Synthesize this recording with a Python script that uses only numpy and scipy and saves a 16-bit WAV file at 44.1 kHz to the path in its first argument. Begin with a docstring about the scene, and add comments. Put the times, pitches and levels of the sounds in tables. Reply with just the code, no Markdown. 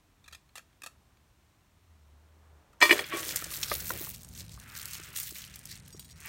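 """A quiet room comes first, with filtered-noise hiss and a wavering sine hum; a vegetable is turned by hand,
and its wet leaves crackle as noise bursts that excite rib resonances, until a faint low knock made likewise.
Then, outdoors on stone, filtered noise gives far traffic, and a handful of soil drops into a tin: decaying
modes ring until the soil damps them. Thin gloves crinkle and snap as bursts of noise, and fingers rake the soil
(grains in moving bands) and pat it (short falling modes). Near the end two hard scraps chink: high modes."""
import sys
import numpy as np
from scipy import signal
from scipy.fft import rfft, irfft
from scipy.io import wavfile
from scipy.ndimage import uniform_filter1d

SR = 44100
rng = np.random.default_rng(int(sys.argv[2]) if len(sys.argv) > 2 else 0)


def ratio(d):
    """dB to gain"""
    e = np.asarray(d, float) / 20
    return 10 ** e


def int16_out(signal):
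    """Quantize to a 16-bit WAV file."""
    q = np.round(np.clip(np.atleast_2d(signal).T, -1, 1) * 32767)
    wavfile.write(sys.argv[1], SR, q.astype(np.int16))


N = 276948
T = np.arange(N) / SR  # time [s]

# Spectra of the room hiss and the yard rumble, relative: f/Hz, level/dB
ROOM_SPECTRUM = [(15, -36), (25, -5), (80, -8), (99, -8.5), (249, -19), (285, -18), (545, -28), (624, -24),
                 (840, -26), (1040, -24), (1290, -27), (6560, -35.5), (16000, -41)]
YARD_SPECTRUM = [(25, -13), (60, 2), (170, -2.5), (320, -21.5), (700, -25.5), (1500, -30.5), (4000, -66),
                 (9000, -30.5), (16000, -66.5)]
# Hum and the rush of a far vehicle in the room: t/s, hum f/Hz, hum level/dB, rush level/dB
HUM_COURSE = [(0.0, 80.2, -78.5, -93), (0.11, 68.7, -94, -88), (0.34, 70.3, -57.5, -91),
              (0.48, 67.9, -92, -97), (0.94, 75.4, -69, -77), (1.82, 78.2, -71, -93),
              (1.9, 76.4, -61.5, -78.5), (2.57, 77.3, -57, -67.5), (2.8, 75, -82, -70)]
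# Leaf crackles, and last a faint low knock: t/s, peak level/dB, centre f/Hz, decay t60/s
CRACKLES_AND_KNOCK = [(0.24, -50, 3330, 0.047), (0.257, -50, 1960, 0.05), (0.278, -40, 2440, 0.041),
                      (0.31, -48, 2660, .033), (0.324, -39, 2400, 0.064), (0.329, -40.5, 3620, 0.049),
                      (0.347, -38.5, 3360, 0.028), (0.49, -56.5, 2760, 0.015), (0.554, -34.5, 1640, 0.063),
                      (0.572, -36.5, 2700, .023), (0.579, -34, 2620, 0.021), (0.591, -42, 1390, 0.023),
                      (0.727, -57, 2920, .024), (0.819, -35, 2640, 0.01), (0.834, -33, 1810, 0.05),
                      (0.861, -31, 2700, 0.027), (0.868, -36, 1500, .03), (1.169, -57, 2950, 0.017),
                      (2.729, -52.5, 582, 0.036)]
# Resonances of the stiff leaf ribs: f/Hz, nominal width/Hz, level/dB
LEAF_RIBS = [(1270, 200, -1), (1750, 250, -1), (2440, 220, 1), (3400, 250, -2), (3900, 300, -2),
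             (4480, 250, -2), (6300, 600, -6)]
# Chinks on the stone: t/s, peak level/dB, index of the scrap
SCRAP_CHINKS = [(5.927, -38.5, 0), (5.9947, -30, 1), (6.046, -38, 1), (6.106, -43, 0)]
# Modes of the two small hard scraps, one list each: f/Hz, level/dB, t60/s
SCRAP_MODES = ([(4823, 0, .087), (5626, -3, .15), (6659, -6, .12), (6988, -12, .12), (8096, -2, .068),
               (12970, -12, .061), (13400, -8, .056)], [(2900, -16, .06), (3343, -10, .1), (3887, -5, .09),
               (4300, -10, .07), (5626, -12, .1), (4683, -1, .05), (6900, -6, .1), (8091, -4, .068),
               (8678, -4, .12), (9437, -14, .15), (9981, -13, .15), (11220, -14, .12), (12200, 0, .036),
               (14320, -9, .05), (15340, -4, .08)])
# Glove snaps: t/s, peak level/dB, centre f/Hz, decay t60/s
GLOVE_SNAPS = [(3.2297, -26, 3530, 0.012), (3.2585, -30.5, 4600, 0.016), (3.2902, -23, 4650, 0.018),
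               (3.3592, -12, 8800, 0.025), (3.4416, -23.5, 6550, 0.023), (3.514, -25, 9090, 0.016),
               (3.5365, -29, 3360, 0.025), (3.566, -28.5, 5860, 0.016), (3.6296, -18, 4620, 0.038),
               (3.683, -28, 6490, 0.015), (3.7508, -24, 5760, 0.02), (3.803, -29.5, 5730, 0.015),
               (3.995, -32, 6500, 0.017), (4.1452, -32.5, 5800, 0.015), (4.232, -36, 9390, 0.012),
               (4.2467, -34, 6680, 0.015), (4.2874, -38.5, 8550, 0.021), (4.5987, -35, 6900, 0.011),
               (4.7752, -27.5, 8290, 0.013), (4.8281, -31.5, 5700, 0.018), (4.8556, -21, 8700, 0.0076),
               (4.9514, -30, 4000, 0.016), (4.999, -33, 5800, 0.016), (5.186, -23.5, 6860, 0.017),
               (5.2317, -24.5, 8700, 0.016), (5.308, -30.5, 6840, 0.013), (5.44, -30, 4170, 0.016),
               (5.4768, -39, 6050, 0.016), (5.54, -36, 4480, 0.021), (5.558, -30, 8560, 0.014),
               (5.5909, -36, 8600, 0.013), (5.6373, -43, 6330, 0.016), (5.6546, -29.5, 8350, 0.015),
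               (5.7141, -31, 9300, 0.016), (5.8797, -38, 8820, 0.02), (5.926, -55.5, 4870, 0.016),
               (5.9948, -33, 8500, 0.016), (6.187, -56.5, 12900, 0.016), (6.203, -38, 9250, 0.015),
               (6.2584, -28, 13200, 0.016)]
# Hands at work: t/s, glove crinkle level/dB, soil rustle level/dB
HAND_LEVELS = [(2.94, -47, -39), (2.99, -47.5, -38.5), (3.09, -47.5, -53.5), (3.12, -50, -38.5),
               (3.25, -41.5, -48.5), (3.38, -43, -46.5), (3.6, -46.5, -55.5), (3.72, -43.5, -50),
               (3.88, -45, -54.5), (3.94, -50, -51.5), (4.08, -47.5, -58), (4.15, -55, -72),
               (4.32, -60, -75), (4.37, -51, -62.5), (4.56, -59.5, -70.5), (4.62, -57, -57.5),
               (4.7, -52, -54.5), (4.78, -50, -54.5), (4.88, -44.5, -53), (5.08, -52.5, -53.5),
               (5.19, -44.5, -51.5), (5.33, -49.5, -64), (5.38, -44, -54), (5.5, -55.5, -57),
               (5.62, -58, -63.5), (5.72, -47.5, -60), (5.82, -62.5, -66), (5.96, -56.5, -71),
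               (6.1, -58.5, -77), (6.28, -50, -48)]
# Spectra of glove film and raked soil, relative: f/Hz, level/dB
GLOVE_SPECTRUM = [(900, -40), (1600, 3.5), (3000, 2), (4500, 5), (7000, 2), (9500, 0), (13000, -0.5),
                  (16000, -1)]
SOIL_SPECTRUM = [(500, -25), (900, -6), (1400, -1), (2200, -2), (3600, -6), (5200, -14), (8000, -30)]
# Pitch centre about which the rustle drifts: t/s, f/Hz
RAKE_PITCH = [(2.94, 2000), (4.5, 2200), (4.57, 1250), (4.76, 1900), (6.28, 2200)]
# Finger pats: t/s, peak level/dB, pitch as a multiple of the usual
FINGER_PATS = [(3.422, -29, 1.18), (3.715, -17, 1.086), (3.9034, -20.5, .95)]
# Modes of the filled tin at the onset of a pat of usual pitch: f/Hz, level/dB, t60/s
FILLED_TIN_MODES = [(397, -10.5, 0.019), (575, -12, 0.067), (1134, 5, 0.012), (1500, 3.5, .014),
                    (1990, 0, 0.0098), (2400, -14, 0.019)]
# Mode frequencies of the tin: f/Hz
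TIN_MODE_HZ = [340, 400, 480, 603, 760, 935, 986, 1038, 1125, 1205, 1255, 1480, 1640, 1865, 1985, 2128,
               2264, 2338, 2451, 2643, 2937, 3354, 3492, 4150, 4343, 4890, 5110, 6100, 7050, 8280]
# Response of each of those modes: level/dB, t60/s when empty
TIN_MODES = [(5, 0.16), (-3, 0.22), (-3.5, 0.04), (-8, 0.22), (0.5, 0.023), (-21.5, 0.25), (0, 0.039),
             (-10, 0.14), (-17, 0.34), (-12.5, 0.17), (-7.5, 0.05), (-20, 0.024), (-13, 0.048),
             (3.5, 0.093), (-9, 0.064), (-26, 0.36), (-34.5, 0.17), (1.5, 0.12), (-4.5, 0.056), (-41, 0.48),
             (-6.5, 0.071), (-8, 0.22), (-14, 0.176), (-0.5, 0.034), (-8, 0.13), (-6.5, 0.14), (-3, 0.07),
             (-8, 0.079), (-3, 0.018), (-6, 0.069)]
# Choking of the tin by soil and hands: t/s, damping as a multiple of the empty tin's
TIN_CHOKE = [(2.8, 1.1), (2.89, 1.2), (2.925, 1.8), (2.94, 5), (3.1, 5), (3.125, 1.7), (3.22, 1.7),
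             (3.3, 6), (6.28, 9)]
# Blows on the tin: t/s, peak level/dB of the ring, centre f/Hz of the modes reached, spread/octaves,
# level/dB of the grit hiss against the ring
TIN_BLOWS = [(2.814, -10.5, 1790, 1.14, -16), (2.82, -15, 2100, 1.3, -8), (2.824, -3.5, 2020, 1.18, -15),
             (2.838, -28.5, 2000, 1.2, -5), (2.853, -16.5, 1940, 1.46, -19), (2.8932, -13, 1876, 1.47, -16),
             (2.908, -2, 2190, 0.58, -14.5), (2.91, -17, 328, 0.33, -20.5), (2.912, -4.5, 2450, 0.58, -45),
             (2.925, -10, 2420, 1.8, -10), (2.927, -17, 360, 0.98, -27), (2.991, -17.5, 2440, 1.05, -7.5),
             (3.041, -27.5, 3650, 0.62, -18), (3.07, -41, 3520, .2, -25), (3.122, -33, 1125, .035, -20),
             (3.128, -27, 2400, 0.62, -7), (3.136, -24.5, 336, 1.6, -8), (3.165, -34, 1125, .035, -23),
             (3.145, -32, 2400, 0.68, -4.5), (3.267, -39, 345, 1.3, -2.5), (3.307, -32, 1890, 0.54, -9.5),
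             (3.519, -40.5, 1270, 0.085, -20), (4.008, -35, 310, 1.8, -17), (4.071, -39, 1100, 0.39, -19),
             (4.576, -44, 1280, 0.11, -25.5), (4.997, -44.5, 302.6, 0.76, -5.5),
             (5.32, -42.5, 342, 1.8, -5), (5.36, -38.5, 2110, 0.58, 1.5), (5.946, -43.5, 371, 0.98, -12)]
# Microphone response: f/Hz, level/dB
MIC_RESPONSE = [(20, -30), (45, -1), (100, 0), (4300, 0), (4800, -3), (5400, 0), (9600, 0), (10350, -6),
                (11300, -1), (15000, 0)]


def curve(rows):
    """Linear interpolation: turns the columns of a timed table into signals."""
    s, *columns = np.transpose(rows)
    return [np.interp(T, s, c) for c in columns]


def colour(x, points):
    """Linear filtering: weights the spectrum by (f/Hz, level/dB) points and restores rms 1."""
    hz, db = np.transpose(points)
    f = np.arange(N // 2 + 1) * SR / N + 1
    gain = ratio(np.interp(np.log(f), np.log(hz), db))
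    y = irfft(rfft(x) * gain, N)
    return y / y.std()


def band(x, hz, octaves):
    """Resonant selection: passes a band around a centre frequency."""
    low, high = hz * 2 ** (-octaves / 2), hz * 2 ** (octaves / 2)
    edges = low, min(high, SR / 2.2)
    return signal.sosfilt(signal.butter(2, edges, "band", fs=SR, output="sos"), x)


def walk(rate):
    """Random modulation: levels held for 1 / rate seconds and smoothed twice."""
    k = int(SR / rate)
    steps = np.repeat(rng.standard_normal(N // k + 1), k)
    return 3.3 * uniform_filter1d(uniform_filter1d(steps, k), k)[:N]


def add(out, s, sound):
    """Superposition: adds a sound at a given time."""
    i = int(s * SR)
    out[i:i + len(sound)] += sound[:N - i]


def decay(t, t60):
    """Exponential damping: amplitude falls by 60 dB in t60."""
    return np.exp(-np.log(1000) * t / t60)


def modes(rows, t, phase_s):
    """Modal superposition: damped sines of (f/Hz, level/dB, t60/s), whose phase runs on its own clock."""
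    return sum(ratio(db) * decay(t, t60) * np.sin(2 * np.pi * hz * phase_s) for hz, db, t60 in rows)


def grains(rate, spread_db, tail_s, bunch_db, bed):
    """Granular noise: bunched impacts of very unequal size, over a bed of countless tiny ones."""
    sizes = ratio(spread_db * np.minimum(rng.exponential(size=N), 5))
    clicks = (rng.random(N) < rate / SR) * sizes
    burst = signal.lfilter([1], [1, -np.exp(-1 / (tail_s * SR))], clicks)
    return rng.standard_normal(N) * (burst / burst.mean() + bed) * ratio(bunch_db * walk(30))


def room():
    """Stationary noise and frequency modulation: even hiss, a wavering hum and a far rush that swells."""
    hum_hz, hum_db, rush_db = curve(HUM_COURSE)
    phase = 2 * np.pi * np.cumsum(hum_hz + 2.32 * walk(4.6)) / SR
    hum = np.sqrt(2) * np.sin(phase) * ratio(hum_db + 0.47 * walk(12))
    rush = band(rng.standard_normal(N), 590, 2.17)
    hiss = ratio(-65) * colour(rng.standard_normal(N), ROOM_SPECTRUM)
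    return hiss + hum + rush / rush.std() * ratio(rush_db)


def yard():
    """Amplitude-modulated noise: distant traffic rumble that rolls up and down a little."""
    roll = ratio(1.1 * walk(4))
    return ratio(-52) * roll * colour(rng.standard_normal(N), YARD_SPECTRUM)


def leaves_and_knock():
    """Forced resonance: noise bursts ring resonances near their pitch; the harder, the broader."""
    out, t = np.zeros(N), T[:4096]
    # the resonances are never quite alike from one burst to the next
    bends = 2 ** (0.07 * rng.standard_normal((len(CRACKLES_AND_KNOCK), len(LEAF_RIBS))))
    noises = rng.standard_normal((len(CRACKLES_AND_KNOCK), 4096))
    for (s, peak_db, centre_hz, t60), noise, bend in zip(CRACKLES_AND_KNOCK, noises, bends):
        burst = noise * decay(t, max(t60, 0.002)) * (1 - np.exp(-t / 0.001)) ** 2
        ribs = 0
        for (hz, width, db), b in zip(LEAF_RIBS, bend):
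            gain = ratio(db - 5 * np.log2(hz / centre_hz) ** 2) / np.sqrt(width)
            ribs = ribs + gain * band(burst, hz * b, width / hz * 1.8)
        broad = band(burst, 2000, 4.83)
        broad_gain = ratio(0.73 * (max(peak_db, -44) + 37.5))
        sound = ribs / ribs.std() + broad_gain * broad / broad.std()
        add(out, s, ratio(peak_db) * sound / np.abs(sound).max())
    return out


def chinks():
    """Free vibration: a sharp strike sets off the thin high modes of a hard scrap."""
    out, t = np.zeros(N), T[:6000]
    for s, peak_db, which in SCRAP_CHINKS:
        ring = modes(SCRAP_MODES[int(round(which))], t, t)
        add(out, s, ratio(peak_db) * ring / np.abs(ring).max())
    return out


def snaps():
    """Transient noise: each glove snap rises and decays quickly, with a favoured pitch region."""
    out, t = np.zeros(N), T[:4096]
    noises = rng.standard_normal((len(GLOVE_SNAPS), 4096))
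    for (s, peak_db, hz, t60), noise in zip(GLOVE_SNAPS, noises):
        burst = noise * decay(t, max(t60, 0.002)) * (1 - np.exp(-t / 0.00023)) ** 2
        sound = band(burst, hz, 1.5)
        broad = band(burst, 6500, 6.37)
        sound = sound / sound.std() + ratio(-3.5) * broad / burst.std()
        add(out, s, ratio(peak_db) * sound / np.abs(sound).max())
    return out


def echoes(near):
    """Diffuse reflection: convolution with decaying noise gives quick echoes from nearby surfaces."""
    echo = rng.standard_normal(6000) * decay(T[:6000], 0.21)
    return ratio(-12) * signal.fftconvolve(near, echo / np.linalg.norm(echo))[:N]


def film(crinkle_db):
    """Buckling: creases pop in bunches, each with its own pitch region; busy hands blur them into a bed."""
    bunch_db = 1.3 * walk(45)
    sizes = ratio(0.85 * np.minimum(rng.exponential(size=N), 3.5) + bunch_db)
    pops = (rng.random(N) < 400 / SR) * sizes  # 400 pops per second on average
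    out = 0
    for hz in 2000 * 2 ** np.arange(0, 3.2, 0.6):
        strengths = ratio(5 * rng.standard_normal(N))
        burst = signal.lfilter([1], [1, -np.exp(-1 / (0.0007 * SR))], pops * strengths)
        bed = 1.2 * ratio(0.5 * (crinkle_db + 48) + bunch_db + 1.5 * walk(25))
        noise = rng.standard_normal(N) * (burst / burst.mean() + bed)
        out = out + np.sqrt(hz) * band(noise, hz, 0.6)
    return out


def gloves(crinkle_db):
    """Tension and brightness: the crinkle's top octave is louder when the film is drawn tight."""
    sound = colour(film(crinkle_db), GLOVE_SPECTRUM)
    top = signal.sosfiltfilt(signal.butter(3, 10000, "high", fs=SR, output="sos"), sound)
    body = sound - top
    # the top gains 0.46 dB on the body per dB of crinkle
    bright_db = -2.5 + 0.46 * (crinkle_db + 53) + 1.1 * walk(2.2)
    return ratio(crinkle_db) * (body / body.std() + ratio(bright_db) * top / top.std())


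def raked_soil(soil_db):
    """Granular friction: a rustle of grains is weighted, band by band, around a drifting pitch."""
    rake_hz = curve(RAKE_PITCH)[0] * 2 ** (0.074 * walk(3.9))
    rustle = colour(grains(2100, 2.9, 0.00075, 0.24, 0.79), SOIL_SPECTRUM)
    soil = 0
    for k, hz in enumerate(600 * 2 ** (np.arange(10) / 2.5)):
        fall_db = -7 * np.minimum(np.log2(hz / rake_hz) ** 2 / 1.5, 1.6)
        # neighbouring bands alternate in sign
        soil = soil + (-1) ** k * band(rustle, hz, 0.4) * ratio(fall_db + 0.8 * walk(14))
    return soil / soil.std() * ratio(soil_db)


def crumbs(soil_db):
    """Impact excitation: loose crumbs rattle the tin's hollow and faintly ring its half-choked wall."""
    patter = grains(180, 4.0, 0.013, 0.94, 0.16)
    hollow = band(patter, 428, 1.25)
    # the wall fades 1.3 times as fast as when empty
    wall_modes = [(hz, db, t60 / 1.3) for hz, (db, t60) in zip(TIN_MODE_HZ, TIN_MODES)]
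    ring = signal.fftconvolve(patter, modes(wall_modes, T[:6000], T[:6000]))[:N]
    patter = hollow / hollow.std() + ratio(-2.0) * ring / ring.std()
    # level against the rustle: first while soil pours, then after it has settled
    land = ratio(soil_db + np.interp(T, [4.5, 4.5 + 0.091], [-7, -18.5]))
    for s, db, _ in FINGER_PATS:  # each pat shakes more crumbs loose
        land = land + (T > s) * ratio(db - 30) * decay(np.abs(T - s), 0.39)
    return patter * land


def pats():
    """Heavily damped modes: the filled tin answers dull and short, sagging in pitch as the soil settles."""
    out, t = np.zeros(N), T[:3000]
    sag = t - 6.4 * t ** 2 / 2  # frequency falls by 6.4 times its onset value per second
    grits = rng.standard_normal((len(FINGER_PATS), 300))
    for (s, peak_db, pitch), grit in zip(FINGER_PATS, grits):
        ring = modes(FILLED_TIN_MODES, t, pitch * sag)
        push = 0.04 * grit * np.exp(-t[:300] / 0.0048) + (t[:300] == 0)
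        ring = signal.fftconvolve(ring, push)[:len(t)] * (1 - np.exp(-t / 0.0018))
        add(out, s, ratio(peak_db) * ring / np.abs(ring).max())
    return out


def hands():
    """Superposition of contact sounds: glove crinkle, raked soil, falling crumbs and pats."""
    crinkle_db, soil_db = curve(HAND_LEVELS)
    return gloves(crinkle_db) + raked_soil(soil_db) + crumbs(soil_db) + pats()


def tin():
    """Modal damping: each blow starts modes near its centre, which fade faster as soil chokes the wall."""
    out = np.zeros(N)
    clock = np.cumsum(np.maximum(curve(TIN_CHOKE)[0], 0.3)) / SR  # runs at the rate of damping
    hz = np.array(TIN_MODE_HZ)[:, None]
    db, t60 = np.transpose(TIN_MODES)[:, :, None]
    places = rng.standard_normal((len(TIN_BLOWS), len(TIN_MODES)))
    grits = rng.standard_normal((len(TIN_BLOWS), 12000))
    for (s, peak_db, centre_hz, spread, grit_db), place, grit in zip(TIN_BLOWS, places, grits):
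        i = int(s * SR)
        age = clock[i:i + 12000] - clock[i]
        t, grit = T[:len(age)], grit[:len(age)]
        # the place of the blow favours some modes at random
        distance = np.log2(hz / centre_hz) / max(spread, 1 / 50)
        gain = ratio(db - 4.37 * distance ** 2 + 1.5 * place[:, None])
        # the low notes live in the hollow and feel the choke less
        worn = t + (age - t) * np.clip(hz / 550, 0, 1)
        ring = np.sum(gain * decay(worn, t60) * np.sin(2 * np.pi * hz * t), axis=0)
        # crumbs follow the first contact and keep pushing the wall for a few milliseconds
        push = 0.035 * grit[:600] * np.exp(-t[:600] / 0.003) + (t[:600] == 0)
        ring = signal.fftconvolve(ring, push)[:len(t)] * (1 - np.exp(-t / 0.0012))
        hiss = band(grit, 5000, 3.04) * decay(age, 0.47) * (1 - np.exp(-t / 0.0011)) / 3
        add(out, s, ratio(peak_db) * (ring / np.abs(ring).max() + ratio(grit_db) * hiss))
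    return signal.sosfilt(signal.butter(4, 250, "high", fs=SR, output="sos"), out)


def scene():
    """Linear superposition: the room gives way to the yard, and near sounds gain their reflections."""
    outside = np.clip((T - 2.803) / 0.0039, 0, 1)  # crossfade from 2.803 s, lasting 3.9 ms
    near = chinks() + snaps() + leaves_and_knock()
    near = near + echoes(near)
    inside_sound = (1 - outside) * room()
    outside_sound = outside * (yard() + hands())
    return (near + tin() + inside_sound + outside_sound)[None]


def low_pass(x):
    """Removes everything above the highest recorded frequency."""
    return signal.sosfilt(signal.butter(12, 16810, fs=SR, output="sos"), x)


def record(dry):
    """Transducer response: a small microphone with two dips in the treble and a cut top."""
    sound = colour(dry[0], MIC_RESPONSE) * dry.std()
    sound = signal.sosfilt(signal.ellip(8, 0.2, 60, 15800, fs=SR, output="sos"), sound)
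    return low_pass(sound[None])


dry = scene()
out = record(dry)
int16_out(out)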